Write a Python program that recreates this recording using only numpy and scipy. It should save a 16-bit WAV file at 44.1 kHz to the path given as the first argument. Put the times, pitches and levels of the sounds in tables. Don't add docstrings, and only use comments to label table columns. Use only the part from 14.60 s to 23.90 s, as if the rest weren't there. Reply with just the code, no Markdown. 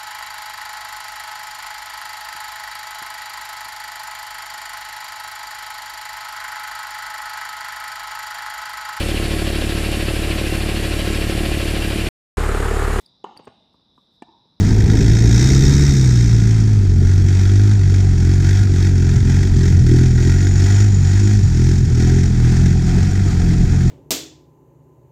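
import sys
import numpy as np
from scipy import signal
from scipy.fft import rfft, irfft
from scipy.io import wavfile
from scipy.ndimage import uniform_filter1d, minimum_filter1d

SR = 44100
rng = np.random.default_rng(int(sys.argv[2]) if len(sys.argv) > 2 else 0)


def materialize(psi):
    bounded = np.clip(np.atleast_2d(psi).T, -1, 1)
    quanta = np.round(bounded * 32767).astype(np.int16)
    wavfile.write(sys.argv[1], SR, quanta)


N = 410130
T = np.arange(N) / SR
HZ = np.fft.rfftfreq(N, 1 / SR)

# (time [s], share [0-1])
PIPE_CLEAR = [(0, 0.44), (.6, 0.6), (1.3, 0.76), (1.9, 0.3), (2.2, 0.18)]
# (time [s], whistle level [dB], engine case level [dB], clatter gain [dB], drone gain [dB])
RESONANCES = [(0, -70, -46, 5.5, 1.5), (2, -64, -56, 5, -3), (3.2, -51, -49.5, 5, -3.5),
              (5.4, -50, -51.5, 3.5, 3), (5.9, -39.5, -46, 1, -2.5), (6.6, -41, -49, -0.5, -0.5),
              (7, -47, -52, -5, 2), (8.45, -48.5, -42, -2, 5.5), (9.3, -47, -46.5, 0, 5.5)]
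# (frequency [Hz], relative level [dB])
THROAT_EQ = [(150, -32), (220, -2.5), (310, -0.5), (390, -3), (440, -7), (500, -16), (580, -15),
             (1000, -56)]
# (frequency [Hz], relative level [dB])
MIST_EQ = [(5000, -18), (8000, -1), (9500, -4), (11300, -7), (12100, 4), (13500, -1), (15200, 3.5)]
# (centre time [s], length [s], level [dB])
PIPE_GULPS = [(4.592, 0.13, -11), (5.183, 0.17, -11), (6.849, 0.089, -10.5), (7.26, .11, -14)]


def from_db(db):
    return 10 ** (np.asarray(db) / 20)


def unit(x):
    return x / np.sqrt(np.mean(x ** 2) + 1e-20)


def curves(rows):
    times, *columns = np.transpose(rows)
    return [np.interp(T, times, column) for column in columns]


def gain_at(spectrum, hz):
    freqs, db = np.transpose(spectrum)
    return from_db(np.interp(np.log(hz + 1), np.log(freqs + 1), db))


def colour(x, spectrum):
    return unit(irfft(rfft(x) * gain_at(spectrum, HZ), N))


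def drift(hz):
    return unit(irfft(rfft(rng.standard_normal(N)) / (1 + (HZ / hz) ** 4), N))


def ring(x, hz, width):
    r = np.exp(-np.pi * width / SR)
    return unit(signal.lfilter([1, 0, -1], [1, -2 * r * np.cos(2 * np.pi * hz / SR), r * r], x))


def steep_ring(x, hz, width):
    return ring(ring(x, hz, width), hz, 4 * width)


def puffs(cycles, rise, fall, bed, uneven_db):
    firing, age = np.floor(cycles).astype(int), cycles % 1
    strength = from_db(uneven_db * rng.standard_normal(N))[firing]
    burst = (1 - np.exp(-age / rise)) * np.exp(-age / fall)
    return (bed + unit(burst * strength)) * rng.standard_normal(N)


def grains(per_s, spread_db):
    size = from_db(spread_db * np.minimum(rng.exponential(1, N), 4))
    return size * rng.standard_normal(N) * (rng.random(N) < per_s / SR)


def boom(cycles, speed, stab_db, silencer_hz=105, wander_db=1.17, fifth_db=-3):
    # (frequency [Hz], level [dB])
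    wet_eq = [(39, -21), (45, -19.5), (52, -27.5), (80, -17), (88, -13.5), (102, -9.5), (118, -16.5),
              (130, -21), (138, -26), (145, -36.5), (154, -39.5), (163, -26.5), (175, -27.5), (188, -33.5),
              (206, -24.5), (222, -28.5), (240, -36.5), (260, -33)]
    # (frequency [Hz], level [dB])
    air_eq = [(50, -18.5), (72, -16.5), (102, -15.5), (116, -10.5), (141, -13), (152, -48), (165, -28),
              (200, -27), (232, -33), (272, -22.5), (300, -29), (350, -29)]
    stab_shares, drone_shares = (0, .08, .35, .2, .4), (0, -.35, 0, 1.1, .3)
    clear = np.clip(curves(PIPE_CLEAR)[0] / np.max(PIPE_CLEAR, axis=0)[1], 0, 1)
    drone_db = curves(RESONANCES)[3]
    note = np.zeros(N)
    for k, (stab_share, drone_share) in enumerate(zip(stab_shares, drone_shares), 1):
        hz = k * speed
        level = (1 - clear) * gain_at(wet_eq, hz) + clear * gain_at(air_eq, hz)
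        lift_db = stab_share * stab_db + drone_share * drone_db
        lift_db += (k > 2) * wander_db * drift(6.8) + (k == 5) * fifth_db
        lag = 2 * np.arctan(2 * (hz / silencer_hz - silencer_hz / hz))
        phase = np.pi / 14 - np.maximum(lag, -2 * np.pi / 3) if k <= 3 else (5 - k) * np.pi / 5
        note += from_db(lift_db) * level * np.cos(2 * np.pi * k * cycles + phase)
    return np.sqrt(2) * note


def bark(cycles, speed, stab_db, eased_db=-38, flutter=0.24, wander_db=1.75, smear=0.15):
    # (frequency [Hz], gain [dB])
    bark_eq = [(170, 0), (240, 1.5), (300, 3.5), (360, 1.5), (395, 1.5), (440, -23.5), (500, -20.5),
               (580, -52), (800, -46)]
    orders = range(6, 15)
    pulses = np.zeros(N)
    for k in orders:
        level = gain_at(bark_eq, k * speed) * from_db(wander_db * drift(4.2))
        pulses += level * np.cos(2 * np.pi * k * cycles - smear * (k - orders[0]) ** 2)
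    return from_db(eased_db + stab_db) * pulses * (1 + flutter * drift(13))


def burble(cycles, stab_db, low_trim_db=-1, throat_trim_db=-2, low_duck=0.26, throat_duck=0.28):
    # (time [s], low level [dB], throaty level [dB])
    faders = [(0, -13.5, -20.5), (1, -14.5, -22), (2, -19.5, -32.5), (2.5, -18.5, -32.5),
              (3.05, -24, -34.5), (3.8, -22.5, -34), (4.9, -17.5, -30.5), (5.5, -19, -29), (6.7, -21, -36),
              (7.5, -19, -31.5), (8.8, -17.5, -30.5), (9.3, -18.5, -30)]
    # (frequency [Hz], relative level [dB])
    low_eq = [(8, -10), (22, -1), (60, 1), (130, -1), (200, -3), (260, -14), (400, -32.5), (600, -64)]
    low_db, throat_db = curves(faders)
    gas = puffs(cycles, rise=0.14, fall=1.0, bed=0.85, uneven_db=2.0)
    rush = puffs(cycles, rise=0.096, fall=1.0, bed=0.55, uneven_db=3.0)
    low = from_db(low_db + low_trim_db - low_duck * stab_db) * colour(gas, low_eq)
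    throat = from_db(throat_db + throat_trim_db - throat_duck * stab_db) * colour(rush, THROAT_EQ)
    return low + throat


def clatter(cycles, stab_db, trim_db=-2.0, stab_share=0.37):
    # (frequency [Hz], width [Hz], relative level [dB])
    modes = [(1438, 23, -15.5), (1633, 82, -14.5), (1896, 160, -19.5), (3370, 140, -16), (3704, 90, -20.5),
             (4410, 160, -19.5)]
    # (time [s], relative level [dB])
    panel_fader = [(0, -16), (4.2, -17), (4.8, -10.5), (5.7, -5.5), (6.4, -13), (9.3, -20)]
    knocks = puffs(cycles, rise=.02, fall=0.068, bed=0.29, uneven_db=3.0)
    parts = sum(from_db(db) * ring(knocks, hz, width) for hz, width, db in modes)
    parts *= from_db(curves(RESONANCES)[2])
    panel = from_db(curves(panel_fader)[0]) * ring(knocks, hz=1885, width=32)
    return (parts + panel) * from_db(trim_db + stab_share * stab_db)


def blast(cycles, stab_db, rasp_trim_db=-1, hiss_trim_db=-1.63, hiss_share=0.76, grit_db=2):
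    # (time [s], rasp level [dB], hiss level [dB])
    faders = [(0, -38.5, -35), (.24, -38, -37.5), (.38, -34, -31.5), (.64, -35, -31.5), (.8, -34.5, -25.5),
              (1.25, -41, -28), (1.9, -38, -36), (2.2, -46, -43.5), (3.5, -41.7, -41), (6.1, -40.5, -39),
              (7, -42.5, -39), (8.3, -40.5, -42), (9.3, -38.5, -41.5)]
    # (frequency [Hz], relative level [dB])
    rasp_eq = [(350, 4), (560, -6), (730, 1.5), (900, -3.5), (1150, -10.5), (1450, 2), (1850, 2.5),
               (2200, -2.5), (2600, -2), (3100, -7.5), (5000, -55)]
    # (frequency [Hz], relative level [dB])
    hiss_eq = [(1800, -58), (3100, -10), (3700, -7.5), (4100, -7), (4450, -1.5), (4900, -4), (5400, 3.5),
               (6900, -1), (7600, -7), (8600, -11.5), (9300, -20.5), (11300, -27.5), (12100, -21),
               (15200, -44)]
    # (frequency [Hz], width [Hz], relative level [dB])
    pipe_modes = [(1840, 600, -7), (3740, 230, -8), (5180, 100, -13), (5680, 240, -12), (6670, 83, -16),
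                  (8100, 250, -23)]
    rasp_db, hiss_db = curves(faders)
    clear = np.clip(curves(PIPE_CLEAR)[0], 0, 1)
    early = cycles + 0.098
    wet_gas = puffs(early, rise=0.12, fall=0.3, bed=1.0, uneven_db=3.0) * from_db(grit_db * drift(600))
    dry_gas = puffs(early + 0.18, rise=0.26, fall=0.18, bed=0.24, uneven_db=0.0)
    gas = np.sqrt(1 - clear) * unit(wet_gas) + np.sqrt(clear) * unit(dry_gas)
    pipe = sum(from_db(db) * steep_ring(gas, hz, width) for hz, width, db in pipe_modes)
    rasp = from_db(rasp_db + rasp_trim_db + stab_db) * (colour(gas, rasp_eq) + clatter(early, stab_db))
    hiss = from_db(hiss_db + hiss_trim_db + hiss_share * stab_db) * (colour(gas, hiss_eq) + clear * pipe)
    return rasp + hiss


def reflections(x):
    # (delay [ms], gain [linear])
    taps = [(1.9, 0.061), (3.4, -0.011), (5.7, -0.0038), (8.3, 0.14)]
    return x + sum(gain * np.interp(T - ms / 1000, T, x, left=0) for ms, gain in taps)


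def whistle_and_case(cycles, flutter_db=1.5):
    whistle_db, case_db, *_ = curves(RESONANCES)
    drive = puffs(cycles, rise=0.05, fall=0.42, bed=0.46, uneven_db=2.0)
    whistle = from_db(whistle_db + flutter_db * drift(16)) * steep_ring(drive, hz=6930, width=170)
    return whistle + from_db(case_db) * steep_ring(drive, hz=728, width=48)


def plunge(hit_s=.62, rise_s=.2, fade_after_s=.55, fall_db_per_s=28, grass_db=-43, mist_db=-49):
    # (frequency [Hz], relative level [dB])
    grass_eq = [(300, -17), (600, 5), (1000, 11), (1400, -13), (2800, -3), (6000, -38)]
    age = T - hit_s
    in_water = np.clip(age / rise_s, 0, 1)
    fade_db = fall_db_per_s * np.maximum(age - fade_after_s, 0)
    grass = from_db(grass_db) * colour(grains(per_s=3400, spread_db=4.3), grass_eq)
    mist = from_db(mist_db - fade_db) * colour(grains(per_s=5000, spread_db=3), MIST_EQ)
    return (1 - in_water) * grass + in_water * mist


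def bubbles(pitches=36, each_per_s=9):
    size = from_db(3.5 * np.minimum(rng.exponential(1, N), 4))
    blips = np.zeros(N)
    for hz in np.geomspace(800, 5500, pitches):
        periods = hz * np.arange(2048) / SR
        envelope = np.exp(-periods / 9) * (1 - np.exp(-periods))
        blip = envelope * np.sin(2 * np.pi * periods * (1 + 0.0011 * periods))
        onsets = size * (rng.random(N) < each_per_s / SR)
        blips += signal.oaconvolve(onsets, blip)[:N]
    return unit(blips)


def splash(stab_db, churn=0.22, slosh_db=1.4, bubble_mix_db=-10, sparkle_mix_db=-27, sparkle_share=1.1):
    # (time [s], base level [dB])
    fader = [(0, -35.5), (.55, -48), (.78, -36), (1.2, -37), (2.3, -43), (4.5, -42), (5.5, -45.5),
             (6.2, -40), (7.2, -42.5), (8.4, -38.5), (9.3, -39)]
    # (frequency [Hz], relative level [dB])
    spray_eq = [(250, -16), (700, 5), (1000, 9), (1700, 6), (2600, 2.5), (3700, -1), (4500, 2.5),
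                (5700, 2.5), (6800, -1), (8500, -6), (9400, -16.5), (15000, -31)]
    drops = unit(grains(per_s=2500, spread_db=2.4))
    spray = colour(drops + rng.standard_normal(N), spray_eq)
    bubbling = from_db(bubble_mix_db) * bubbles()
    fine_drops = colour(grains(per_s=500, spread_db=4.5), MIST_EQ)
    sparkle = from_db(sparkle_mix_db + sparkle_share * stab_db) * fine_drops
    level = from_db(curves(fader)[0] + churn * stab_db + slosh_db * drift(4.9))
    return level * (spray + sparkle + bubbling)


def coughs(rise_s=.003, fall_s=0.014):
    # (time [s], gain [dB])
    cues = [(2.41, -20), (2.766, -28), (3.32, -25), (3.385, -23), (8.3, -30), (8.37, -18)]
    ages = [(np.maximum(T - start, 0), db) for start, db in cues]
    level = sum(from_db(db) * (1 - np.exp(-age / rise_s)) * np.exp(-age / fall_s) for age, db in ages)
    return level * colour(rng.standard_normal(N), THROAT_EQ)


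def throttle(ramp_s=0.081, inertia_s=.17):
    # (start [s], length [s], pull [firings/s], rasp gain [dB], bark gain [dB])
    stabs = [(2.417, 0.17, 6.05, 4.5, -0.5), (2.651, 0.2, 5.4, 6.5, 2.2), (2.853, 0.28, 11.2, 5.5, 7),
             (3.257, 0.17, 8.5, 4, 4.5), (3.629, 0.14, 10.5, 4, 6), (3.828, 0.2, 13.7, 7.5, 4),
             (4.141, 0.15, 11.2, 6, 5), (4.356, 0.25, 6.8, 3.5, 5.5), (4.663, 0.21, 13.4, 6, 5),
             (4.978, 0.17, 11.8, 5.5, 8.2), (5.282, 0.18, 8.16, 6.5, 12), (5.579, 0.31, 10.14, 6.5, 7.5),
             (5.959, 0.31, 11.6, 7.5, 5.5), (6.46, 0.32, 15.7, 5.5, 4.5), (6.97, 0.21, 9.9, 5, 6),
             (7.368, 0.28, 8.6, 7, 9), (7.82, 0.32, 7.04, 5.5, 5.5), (8.261, 0.36, 10.65, 4, -1),
             (8.819, 0.14, 5.9, 1, -3), (9.011, 0.18, 5.96, 0.5, -2)]
    added = np.zeros((3, N))
    for start, length, *amounts in stabs:
        opening = np.clip((T - start) / ramp_s + .5, 0, 1)
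        closing = np.clip((start + length - T) / ramp_s + .5, 0, 1)
        added += np.outer(amounts, opening * closing)
    pull, rasp_db, bark_db = added
    pole = np.exp(-1 / (inertia_s * SR))
    return signal.lfilter([1 - pole], [1, -pole], pull), rasp_db, bark_db


def swell(centre, length):
    return np.cos(np.pi * np.clip((T - centre) / length, -.5, .5))


def gulps(bubble_hz=108, wobble=.2):
    level = sum(from_db(db) * swell(centre, length) for centre, length, db in PIPE_GULPS)
    pitch = bubble_hz * (1 + wobble * drift(42.6))
    return level * unit(np.sin(2 * np.pi * np.cumsum(pitch) / SR))


def choke(depth=0.39):
    return 1 - depth * sum(swell(centre, length) for centre, length, _ in PIPE_GULPS)


def scene():
    # (time [s], speed [firings/s])
    base_speed = [(0.0, 48.4), (0.08, 51.8), (0.25, 52.1), (0.42, 55.7), (0.7, 56.7), (0.87, 65.5),
                  (1.1, 70.0), (1.28, 70.7), (1.55, 59.5), (1.8, 55.9), (2.1, 53.5), (2.33, 44.8),
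                  (3.1, 42.0), (4.4, 38.1), (5.25, 35.0), (6.45, 42.0), (6.9, 35.8), (9.3, 39.8)]
    surge, rasp_stab_db, bark_stab_db = throttle()
    speed = curves(base_speed)[0] + surge
    cycles = np.cumsum(speed) / SR + .5 + 0.0025 * drift(23)
    note = choke() * (boom(cycles, speed, bark_stab_db) + bark(cycles, speed, bark_stab_db))
    exhaust = note + burble(cycles, bark_stab_db) + gulps() + coughs()
    engine = exhaust + reflections(blast(cycles, rasp_stab_db)) + whistle_and_case(cycles)
    return (engine + plunge() + splash(rasp_stab_db))[None]


def record(dry):
    # (frequency [Hz], width [Hz], gain [dB])
    notches = [(562.5, 37.6, -14), (1093, 98, -9.5), (2867, 216, -7)]
    ceiling, cutoff_hz = .88, 15250
    case_db = sum(db * np.exp(-((HZ - hz) / width) ** 2) for hz, width, db in notches)
    notched = irfft(rfft(dry[0]) * from_db(case_db), N)
    safe_gain = np.minimum(1, ceiling / (abs(notched) + 1e-9))
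    limited = notched * uniform_filter1d(minimum_filter1d(safe_gain, size=500), size=500)
    low_pass = signal.firwin(2047, cutoff_hz, window=("kaiser", 9), fs=SR)
    return signal.oaconvolve(limited, low_pass, "same")[None]


dry = scene()
out = record(dry)
materialize(out)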